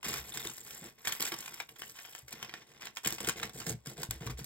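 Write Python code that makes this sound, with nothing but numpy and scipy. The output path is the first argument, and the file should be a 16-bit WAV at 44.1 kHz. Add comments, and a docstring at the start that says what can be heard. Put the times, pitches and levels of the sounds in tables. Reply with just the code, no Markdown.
"""Beads and brooches clack as two hands dig through a shallow tray of costume jewelry in a small room:
choked modal impacts sound clear contacts, and random collisions through similar impacts sound the heap.
Chains trickle as denser, brighter collisions, a fine strand as sparser, still brighter ones, and charms
jingle as short sine modes. The tray thuds on the table as a bank of low modes. Two close microphone ports
hear the direct sound with a phase difference, over a short diffuse tail and faint steady noise."""
import sys
import numpy as np
from scipy import signal
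from scipy.fft import rfft, irfft, next_fast_len
from scipy.io import wavfile

SR = 44100
rng = np.random.default_rng(int(sys.argv[2]) if len(sys.argv) > 2 else 0)


def wrap_up_sound(samples):
    """Save the sound to the file named by the first command line argument, as 16-bit audio."""
    columns = np.atleast_2d(samples).T
    # keep every value between -1 and 1, then stretch to whole-number steps
    tamed = np.clip(columns, -1, 1)
    steps = np.round(tamed * 32767).astype(np.int16)
    wavfile.write(sys.argv[1], SR, steps)


N = 196641
TIME = np.arange(N) / SR

# Steady noise of the still room: (frequency [Hz], relative spectral level [dB])
AIR_SPECTRUM = [(18, -29), (30, 25), (1070, 16), (2680, -30), (3580, -48), (6050, -72), (7670, -26),
                (10200, -80), (16000, -23)]
# Phase lead of the left port, negative where it lags: (frequency [Hz], phase before bass taper [rad])
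PORT_PHASE_LEAD = [(0, 0), (860, -0.7), (1290, -0.8), (2760, 2.7), (3620, 0.9), (4480, 1.7), (5340, 2.1),
                   (7670, 6.0), (8530, 6.7), (9820, 9.1), (10900, 9.8), (12200, 12.5), (13000, 12.8),
                   (14600, 15.6), (15700, 16.5), (16400, 16.1)]
# Modes of the loaded tray on the table:
# (nominal frequency [Hz], nominal relative level [dB], 60 dB decay time [s])
TRAY_MODES = [(63.5, 6.5, 0.29), (76, -5, 0.15), (121.9, 5, 0.17), (151.5, -1.5, 0.12), (169, 3, 0.076),
              (222, -2.5, 0.12), (253, -4.5, 0.056), (322, -3.5, 0.072), (377.7, 1.5, 0.043),
              (426, 5, 0.06), (494, 4, 0.03), (703, 12, 0.03)]
# Pushes and drops that reach the tray: (time [s], relative level [dB], centre of the thud [Hz])
TRAY_KNOCKS = [(0.064, -45.5, 230), (0.095, -51, 215), (0.191, -48.5, 74), (0.452, -44.5, 264),
               (0.819, -50.5, 233), (0.852, -54, 308), (1.202, -46, 266), (1.237, -51, 320),
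               (1.319, -45, 340), (2.226, -55.5, 104), (2.329, -51.5, 284), (2.427, -52.5, 252),
               (3.06, -39.5, 240), (3.125, -47.5, 308), (3.207, -46.5, 300), (3.277, -37.5, 246),
               (3.443, -47.5, 186), (3.544, -49, 160), (3.611, -49.5, 168), (3.67, -39, 198),
               (3.7, -38.5, 180), (3.732, -39.5, 153), (3.869, -42.5, 200), (3.993, -46.5, 207),
               (4.089, -37.5, 96), (4.154, -47, 72), (4.21, -40.5, 201), (4.263, -36.5, 115),
               (4.296, -37.5, 93), (4.335, -40.5, 58), (4.406, -42.5, 186)]
# Small charms that jingle while a strand is pulled:
# (start [s], end [s], nominal pitch [Hz], nominal level [dB])
CHARM_JINGLES = [(0.322, 0.484, 3560, -52), (0.326, 0.398, 10000, -55), (0.431, 0.899, 7560, -59),
                 (1.426, 1.663, 6780, -75), (1.802, 2.2, 3050, -63)]
# Colour of the very fine links: (frequency [Hz], relative spectral level [dB])
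FINE_LINK_COLOUR = [(4000, -29), (7500, -18), (11500, 2.5), (13000, 5), (15700, 2.5)]
# Colour of contact between thin metal parts: (frequency [Hz], relative spectral level [dB])
THIN_METAL_COLOUR = [(1500, -10.5), (4000, -6), (5800, -3), (6500, -2), (7100, 1.5), (8000, -1),
                     (9000, -3.5), (11000, -3.5), (12700, -7), (13600, -7), (15700, 2)]
# Colour of contact between heavy pieces: (frequency [Hz], relative spectral level [dB])
HEAVY_PIECE_COLOUR = [(250, -15.5), (420, -3), (600, -14), (900, -0.5), (1200, -1.5), (1950, 1.5),
                      (2500, 1), (3200, 1), (4300, -8.5), (5600, -3), (8000, -23.5), (16000, -21)]
# Pushes and pulls of the fingers through the heap: (start [s], length [s],
# relative levels of tray rumble [dB], beads and brooches [dB], chain links [dB])
FINGER_DIGS = [(0.035, 0.15, -44.5, -41, -39), (0.18, 0.17, -55.5, -55, -50), (0.339, 0.17, -51, -49, -45),
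               (0.523, 0.24, -62, -61, -49.5), (0.65, 0.16, -60, -54.5, -54.5),
               (0.81, 0.078, -51, -54, -53.5), (0.973, 0.12, -67, -63.5, -59),
               (1.054, 0.11, -56, -47.5, -44), (1.192, 0.093, -56, -43, -38.5),
               (1.32, 0.303, -56, -52, -50.5), (1.689, 0.024, -58, -64, -57), (1.776, 0.14, -62, -64, -51),
               (1.937, 0.26, -81, -56, -52), (2.303, 0.32, -57, -53, -61), (2.661, 0.23, -61.5, -61, -65),
               (2.803, 0.066, -57, -49, -51), (2.955, 0.0082, -84, -60, -44.5),
               (3.029, 0.12, -52, -46.5, -42.5), (3.195, 0.13, -48, -47.5, -45.5),
               (3.348, 0.12, -46, -49.5, -51), (3.528, 0.18, -49.5, -56.5, -45.5),
               (3.656, 0.051, -38, -54.5, -41), (3.849, 0.062, -46.5, -55, -46.5),
               (3.958, 0.08, -47.5, -52.5, -46.5), (4.104, 0.063, -53, -58, -51.5),
               (4.198, 0.11, -45.5, -53, -51.5), (4.368, 0.033, -48.5, -51.5, -45)]
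# Hands merely holding the heap, relative levels:
# (tray rumble [dB], beads and brooches [dB], chain links [dB])
HOLDING_LEVELS = [-76.5, -75, -70.5]
# Clear single contacts: (time [s], relative level of heavy clack [dB], relative level of thin tick [dB],
# decay time constant [ms], strongest mode [Hz])
CLEAR_CONTACTS = [(0.029, -41, -43, 4.3, 2830), (0.0481, -39, -45, 2.9, 3250),
                  (0.0827, -59, -34, 3.6, 2810), (0.0938, -47, -38, 3.5, 1210),
                  (0.1395, -34.5, -31.5, 1.1, 2420), (0.283, -57, -47, 2.3, 3750),
                  (0.2941, -62, -41, 1, 3680), (0.3393, -42, -38.5, 10, 3650),
                  (0.3728, -37, -34.5, 2.4, 3600), (0.406, -47, -48, 1.4, 3400),
                  (0.449, -40.5, -38.5, 4.1, 2950), (0.4725, -42, -37, 0.84, 3000),
                  (0.4977, -47, -41, 2.7, 2970), (0.5808, -55, -41.5, 1.1, 5190),
                  (0.7071, -46.5, -43, 2.9, 3260), (1.0504, -38.5, -36.5, 6, 2050),
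                  (1.072, -28, -29.5, 2.4, 1830), (1.0796, -37, -29.5, 0.91, 4270),
                  (1.0919, -36.5, -47, 2.7, 4330), (1.109, -43, -49, 1.3, 1820),
                  (1.1214, -33, -28.5, 4.7, 3100), (1.169, -67, -47, 0.69, 3000),
                  (1.199, -39, -48, 1.7, 5260), (1.2055, -35.5, -29.5, 2.5, 3500),
                  (1.224, -37.5, -24, 2.2, 2190), (1.253, -40, -33, 0.61, 3450),
                  (1.2753, -40, -37, 6, 3440), (1.3195, -32.5, -38, 5.7, 3120),
                  (1.3403, -38, -37, 3.3, 3140), (1.386, -56, -37, 3.3, 2660),
                  (1.4042, -52, -37.5, 4.6, 3070), (1.425, -45, -47, 4.1, 3200),
                  (1.46, -46, -40.5, 1.2, 2980), (1.478, -41, -45, 2.9, 2450),
                  (1.541, -51, -38.5, 2.1, 2120), (1.6008, -34, -41, 3.2, 2360),
                  (1.6902, -47, -48.5, 3.9, 2880), (1.76, -52, -51, 8.7, 3280),
                  (1.7924, -53, -44.5, 5, 2760), (1.8201, -38, -46, 0.6, 2980),
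                  (1.8329, -44.5, -52, 4.5, 3020), (1.896, -53, -44, 1.4, 5600),
                  (1.9888, -43.5, -54, 2.7, 2610), (2.0494, -45, -65, 3.7, 3170),
                  (2.1504, -43.5, -40.5, 1.1, 1760), (2.186, -65, -47, 4.6, 2310),
                  (2.282, -50, -44, 1.2, 2170), (2.292, -53, -58, 2, 2090), (2.308, -72, -48, 0.8, 2090),
                  (2.3273, -44.5, -37, 1.3, 2400), (2.428, -35.5, -41, 0.62, 3100),
                  (2.4463, -44.5, -48, 2.6, 1740), (2.494, -43, -58, 1.6, 3200),
                  (2.5391, -37, -60, 0.79, 1860), (2.8203, -46, -52, 3, 1250),
                  (2.8552, -56, -40.5, 1.1, 3100), (2.8709, -39.5, -58, 0.98, 3120),
                  (2.951, -72, -53.5, 2, 3080), (2.9704, -35, -43, 1.4, 3230), (3.047, -35, -33, 4.2, 3020),
                  (3.0592, -31.5, -30, 1.6, 3140), (3.0727, -33.5, -22.5, 1.7, 2100),
                  (3.1047, -41, -34.5, 2.2, 2980), (3.1246, -39, -31, 0.9, 3600),
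                  (3.1831, -41.5, -44.5, 1.2, 2560), (3.2039, -38, -36.5, 2.1, 2750),
                  (3.246, -39, -37.5, 2.7, 3060), (3.2719, -36.5, -29.5, 3.6, 2630),
                  (3.2872, -33, -24, 1.7, 3000), (3.2946, -29.5, -29, 1.7, 3120),
                  (3.3733, -46, -41.5, 12, 2120), (3.398, -41, -48, 3, 2310), (3.43, -30, -34.5, 4.2, 1850),
                  (3.4542, -56, -41, 1.4, 1870), (3.4953, -47, -44.5, 0.71, 3470),
                  (3.601, -41.5, -44, 5.1, 4640), (3.6162, -44, -60, 4.8, 1280),
                  (3.666, -38.5, -35, 3.6, 5240), (3.6953, -41.5, -31, 0.55, 2780),
                  (3.7225, -46, -42, 5.3, 4970), (3.8595, -48, -50, 2.6, 1620),
                  (3.8717, -43, -43, 2.2, 5060), (4.018, -49, -40, 1.1, 4540),
                  (4.0319, -36.5, -31, 2.4, 4620), (4.109, -38.5, -28.5, 1.4, 3420),
                  (4.2656, -42, -40.5, 3.4, 2800), (4.2731, -40, -49, 1.6, 1170),
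                  (4.299, -40, -44, 12, 1200), (4.4435, -52, -37.5, 0.89, 3320)]

ROOM_T60_S = 0.16
CUTOFF_HZ = 15900
PING_DB, PING_T60_S = -9.5, 0.028  # free modes, relative to the choked ones
ECHO_DB, ECHO_DECAY_S = -9.5, 0.0029  # reflections off hands and tray walls
# the heap gives way, loosens under the fingers, then settles
DIG_ATTACK_S, DIG_SETTLE_S, DIG_SAG_DB_PER_S = 0.013, 0.023, 16
# the strand's level is relative to the force on the other chains
STRAND_FROM_S, STRAND_TO_S, STRAND_FADE_S, STRAND_DB = 0.057, 2.6, 0.19, -3.5


def from_db(db):
    """Logarithmic level: decibels to amplitude gain."""
    return 10 ** (np.asarray(db) / 20)


def unit_energy(x):
    """Energy normalization: scale so that the squares sum to one."""
    return x / np.sqrt(np.sum(x ** 2) + 1e-20)


def at_hz(points, hz):
    """Spectral interpolation: gain from a table, linear in decibels over log frequency."""
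    points = np.array(points)
    return from_db(np.interp(np.log(hz + 1), np.log(points[:, 0]), points[:, 1]))


def add(out, s, sound):
    """Linear superposition: mix a sound in at time s, or at zero if s is negative."""
    at = max(round(s * SR), 0)
    room_left = out[..., at:at + sound.shape[-1]]
    room_left += sound[..., :room_left.shape[-1]]


def place(sound, pan_db):
    """Interchannel level difference: left and right of a sound a little off centre."""
    return sound * from_db([[pan_db / 2], [-pan_db / 2]])


def ring(hz, t60, size):
    """Damped oscillation: a struck mode is a sine with exponential decay."""
    t = TIME[:size]
    return np.sin(2 * np.pi * hz * t) * from_db(-60 * t / t60)


def collisions(per_s, spread_db):
    """Poisson-like impulses: random clicks of uneven size and either sign, mean power 1."""
    born = rng.random(N) < per_s / SR
    sizes = from_db(spread_db * np.minimum(rng.exponential(1, N), 3))
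    signs = rng.choice([-1, 1], N)
    return np.sqrt(N) * unit_energy(born * sizes * signs)


def air(level_db):
    """Partly correlated noise: a faint steady background, partly shared by both ports."""
    white = rng.standard_normal(N) + 1.9 * rng.standard_normal((2, N))
    size = next_fast_len(N)
    gain = at_hz(AIR_SPECTRUM, np.fft.rfftfreq(size, 1 / SR))
    noise = irfft(rfft(white, size) * gain, size)[:, :N]
    return from_db(level_db) * np.sqrt(2 * N) * unit_energy(noise)


def room(x, wet_db, wall_hz, size=16000):
    """Diffuse reverberation: a duller tail, alike at both ports in its long waves only."""
    t = TIME[:size]
    envelope = (1 - np.exp(-t / 0.00065)) * from_db(-60 * t / ROOM_T60_S)
    mid, side = rng.standard_normal((2, size)) * envelope
    side = signal.sosfilt(signal.butter(1, 250, "high", fs=SR, output="sos"), side)
    walls = signal.butter(1, [220, wall_hz], "band", fs=SR, output="sos")
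    tail = unit_energy(signal.sosfilt(walls, np.array([mid + side, mid - side])))
    return from_db(wet_db) * signal.fftconvolve(x, tail, axes=1)[:, :N]


def ports(x):
    """Interchannel phase: the ports differ by a frequency-dependent lead that vanishes in the bass."""
    size = next_fast_len(N + 2048)
    hz = np.fft.rfftfreq(size, 1 / SR)
    bass_taper = np.minimum(hz / 800, 1) ** 2
    lead = np.interp(hz, *np.transpose(PORT_PHASE_LEAD)) * bass_taper
    turn = np.exp(0.5j * lead * np.array([[1], [-1]]))  # half the lead on each side
    return irfft(rfft(x, size) * turn, size)[:, :N]


def tray(centre_hz, octaves, size=10000):
    """Modal excitation: the softness of a push picks the modes around its centre; energy 1."""
    hz, level_db, t60 = np.array(TRAY_MODES).T[:, :, None]
    hz = hz * (1 + rng.normal(0, 0.054, hz.shape))  # the shifting load detunes the tray
    selection = 1 / (1 + (np.log2(hz / centre_hz) / octaves) ** 2) ** 2
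    strength = from_db(level_db + rng.normal(0, 1.9, hz.shape)) * selection
    modes = rng.choice([-1, 1], hz.shape) * strength * ring(hz, t60, size)
    onset = 1 - np.exp(-TIME[:size] / 0.00089)
    return unit_energy(modes.sum(axis=0) * onset)


def thuds(rumble, knock_db, jostle_db, count=8):
    """Impulse response: the tray answers single knocks and its jostling load with several responses."""
    bumps = collisions(per_s=240, spread_db=3.0) * rumble * from_db(jostle_db)  # soft nudges
    spot = rng.integers(0, count, N)
    out = np.zeros(N)
    for k in range(count):
        out += signal.oaconvolve(bumps * (spot == k), tray(284, octaves=1.44))[:N]
    for s, level_db, centre_hz in TRAY_KNOCKS:
        add(out, s, from_db(level_db + knock_db) * tray(centre_hz, octaves=0.89))
    return out


def charms(per_s, t60, detune, size=2560):
    """Near-unison modes: nearly alike charms tap at random times, each with a short ring."""
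    out = np.zeros((2, N))
    for start, end, nominal_hz, level_db in CHARM_JINGLES:
        taps = max(round((end - start) * per_s), 0)
        for s in rng.uniform(start, max(end, start), taps):
            hz = nominal_hz * (1 + rng.normal(0, detune))
            tap = unit_energy(ring(hz, t60, size)) * np.sqrt(SR / per_s)
            gain = from_db(level_db + rng.normal(0, 0.78))
            add(out, s, place(gain * tap, rng.normal(0, 1.1)))
    return out


def piece(colour, decay_ms, rise_ms, uneven_db=5, size=2560, count=4):
    """Damped impact, energy 1: crowded modes choked by the heap, a few free ones, and quick echoes."""
    t, hz = TIME[:size], np.fft.rfftfreq(size, 1 / SR)
    ms = 1000 * t
    # every shape has humps and hollows of its own in its spectrum
    marks = np.linspace(0, SR / 2, 64)
    shape = from_db(uneven_db * np.interp(hz, marks, rng.standard_normal(len(marks))))
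    gain = at_hz(colour, hz) * shape * hz / np.hypot(hz, 200)
    crowded, echoes = irfft(gain * rfft(rng.standard_normal((2, size))))
    # loose parts land one after another, so the contact takes a moment to build
    build = 1 - np.exp(-(ms / rise_ms) ** 2)
    choked = unit_energy(crowded * build * np.exp(-ms / decay_ms))
    echoes = unit_energy(echoes * (ms > 2) * np.exp(-t / ECHO_DECAY_S))
    free_hz = rng.uniform(1300, 15000, (count, 1))
    free_modes = at_hz(colour, free_hz) * ring(free_hz, PING_T60_S, size)
    free = unit_energy(build * np.sum(free_modes, axis=0))
    return unit_energy(choked + from_db(ECHO_DB) * echoes + from_db(PING_DB) * free)


def tumble(clicks, colour, decay_ms, rise_ms, count=32):
    """Convolution with impact responses: clicks are dealt out to different pieces across the tray."""
    dealt, out = rng.integers(0, count, N), np.zeros((2, N))
    for k in range(count):
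        impact = piece(colour, decay_ms * rng.uniform(0.55, 2.13), rise_ms)
        struck = signal.oaconvolve(clicks * (dealt == k), impact)[:N]
        out += place(struck, rng.normal(0, 1.36))
    return out


def digging():
    """Power addition of swelling, easing digs: gains of tray rumble, beads and chain links."""
    power, t = from_db(HOLDING_LEVELS)[:, None] ** 2 * np.ones(N), TIME[:SR]
    swell = np.minimum(t / DIG_ATTACK_S, 1) * from_db(-DIG_SAG_DB_PER_S * t)
    for start, length, *levels_db in FINGER_DIGS:
        settle = np.exp(-np.maximum(t - length, 0) / DIG_SETTLE_S)
        add(power, start, (from_db(levels_db)[:, None] * swell * settle) ** 2)
    return np.sqrt(power)


def skids(before_s, after_s):
    """Frictional power around impact: slides before and jostling after; gains of heavy and thin parts."""
    power, half_s = np.zeros((2, N)), 0.04
    t = TIME[:round(2 * half_s * SR)] - half_s
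    swell = np.exp(-np.where(t < 0, -t / before_s, t / after_s))
    for s, heavy_db, thin_db, *_ in CLEAR_CONTACTS:
        add(power, s - half_s, from_db([[heavy_db], [thin_db]]) ** 2 * swell)
    return np.sqrt(power)


def strand(link_force):
    """Granular collision: tiny links of a hanging strand shimmer with every move of the chains."""
    edge_s = np.minimum(TIME - STRAND_FROM_S, STRAND_TO_S - TIME)
    hanging = np.clip(edge_s / STRAND_FADE_S, 0, 1)
    clicks = collisions(per_s=700, spread_db=10.0) * link_force * hanging * from_db(STRAND_DB)
    return tumble(clicks, FINE_LINK_COLOUR, decay_ms=1.3, rise_ms=0.19, count=12)


def chains(link_force):
    """Granular collision: dense link impacts merge into a bright trickle."""
    clicks = collisions(per_s=1100, spread_db=6.5) * link_force
    return tumble(clicks, THIN_METAL_COLOUR, decay_ms=0.86, rise_ms=0.53)


def beads(bead_force):
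    """Granular collision: beads and brooches tumble with longer, lower impacts than the chains."""
    clicks = collisions(per_s=800, spread_db=4.0) * bead_force
    return tumble(clicks, HEAVY_PIECE_COLOUR, decay_ms=1.54, rise_ms=0.41)


def clinks(clack_db, tick_db, rise_share, lead_s, mode_db, mode_t60):
    """Modal superposition: a heavy piece, its strongest mode and thin fittings sound together."""
    out = np.zeros((2, N))
    for s, heavy_db, thin_db, decay_ms, mode_hz in CLEAR_CONTACTS:
        rise_ms = rise_share * decay_ms
        body = piece(HEAVY_PIECE_COLOUR, decay_ms, rise_ms)
        mode = unit_energy(ring(mode_hz, mode_t60, len(body)))
        clack = from_db(heavy_db + clack_db) * unit_energy(body + from_db(mode_db) * mode)
        tick = from_db(thin_db + tick_db) * piece(THIN_METAL_COLOUR, decay_ms, rise_ms)
        add(out, s - lead_s, place(clack + tick, rng.normal(0, 3.3)))
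    return out


def scene():
    """Superposition of sources: common hand forces drive the heap, then ports, room and air join."""
    rumble, bead_stir, link_stir = digging()
    bead_skid, link_skid = from_db(-9.5) * skids(before_s=0.0021, after_s=0.0067)
    bead_force = np.hypot(bead_stir, bead_skid)  # independent forces add in power
    link_force = np.hypot(link_stir, link_skid)
    direct = thuds(rumble, knock_db=29.0, jostle_db=-3.5)
    direct = direct + charms(per_s=28, t60=0.013, detune=0.028)
    direct += strand(link_force) + chains(link_force) + beads(bead_force)
    direct += clinks(clack_db=23, tick_db=23.5, rise_share=0.33, lead_s=0.00022,
                     mode_db=-3.5, mode_t60=0.022)
    return ports(direct) + room(direct, wet_db=-10, wall_hz=3320) + air(level_db=-71.5)


def record(dry):
    """Band limiting: the deepest bass is rolled off and the top is cut steeply."""
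    lean = signal.sosfilt(signal.butter(2, 40, "high", fs=SR, output="sos"), dry)
    # 0.2 dB passband ripple, 80 dB stopband attenuation
    return signal.sosfilt(signal.ellip(10, 0.2, 80, CUTOFF_HZ, fs=SR, output="sos"), lean)


dry = scene()
out = record(dry)
wrap_up_sound(out)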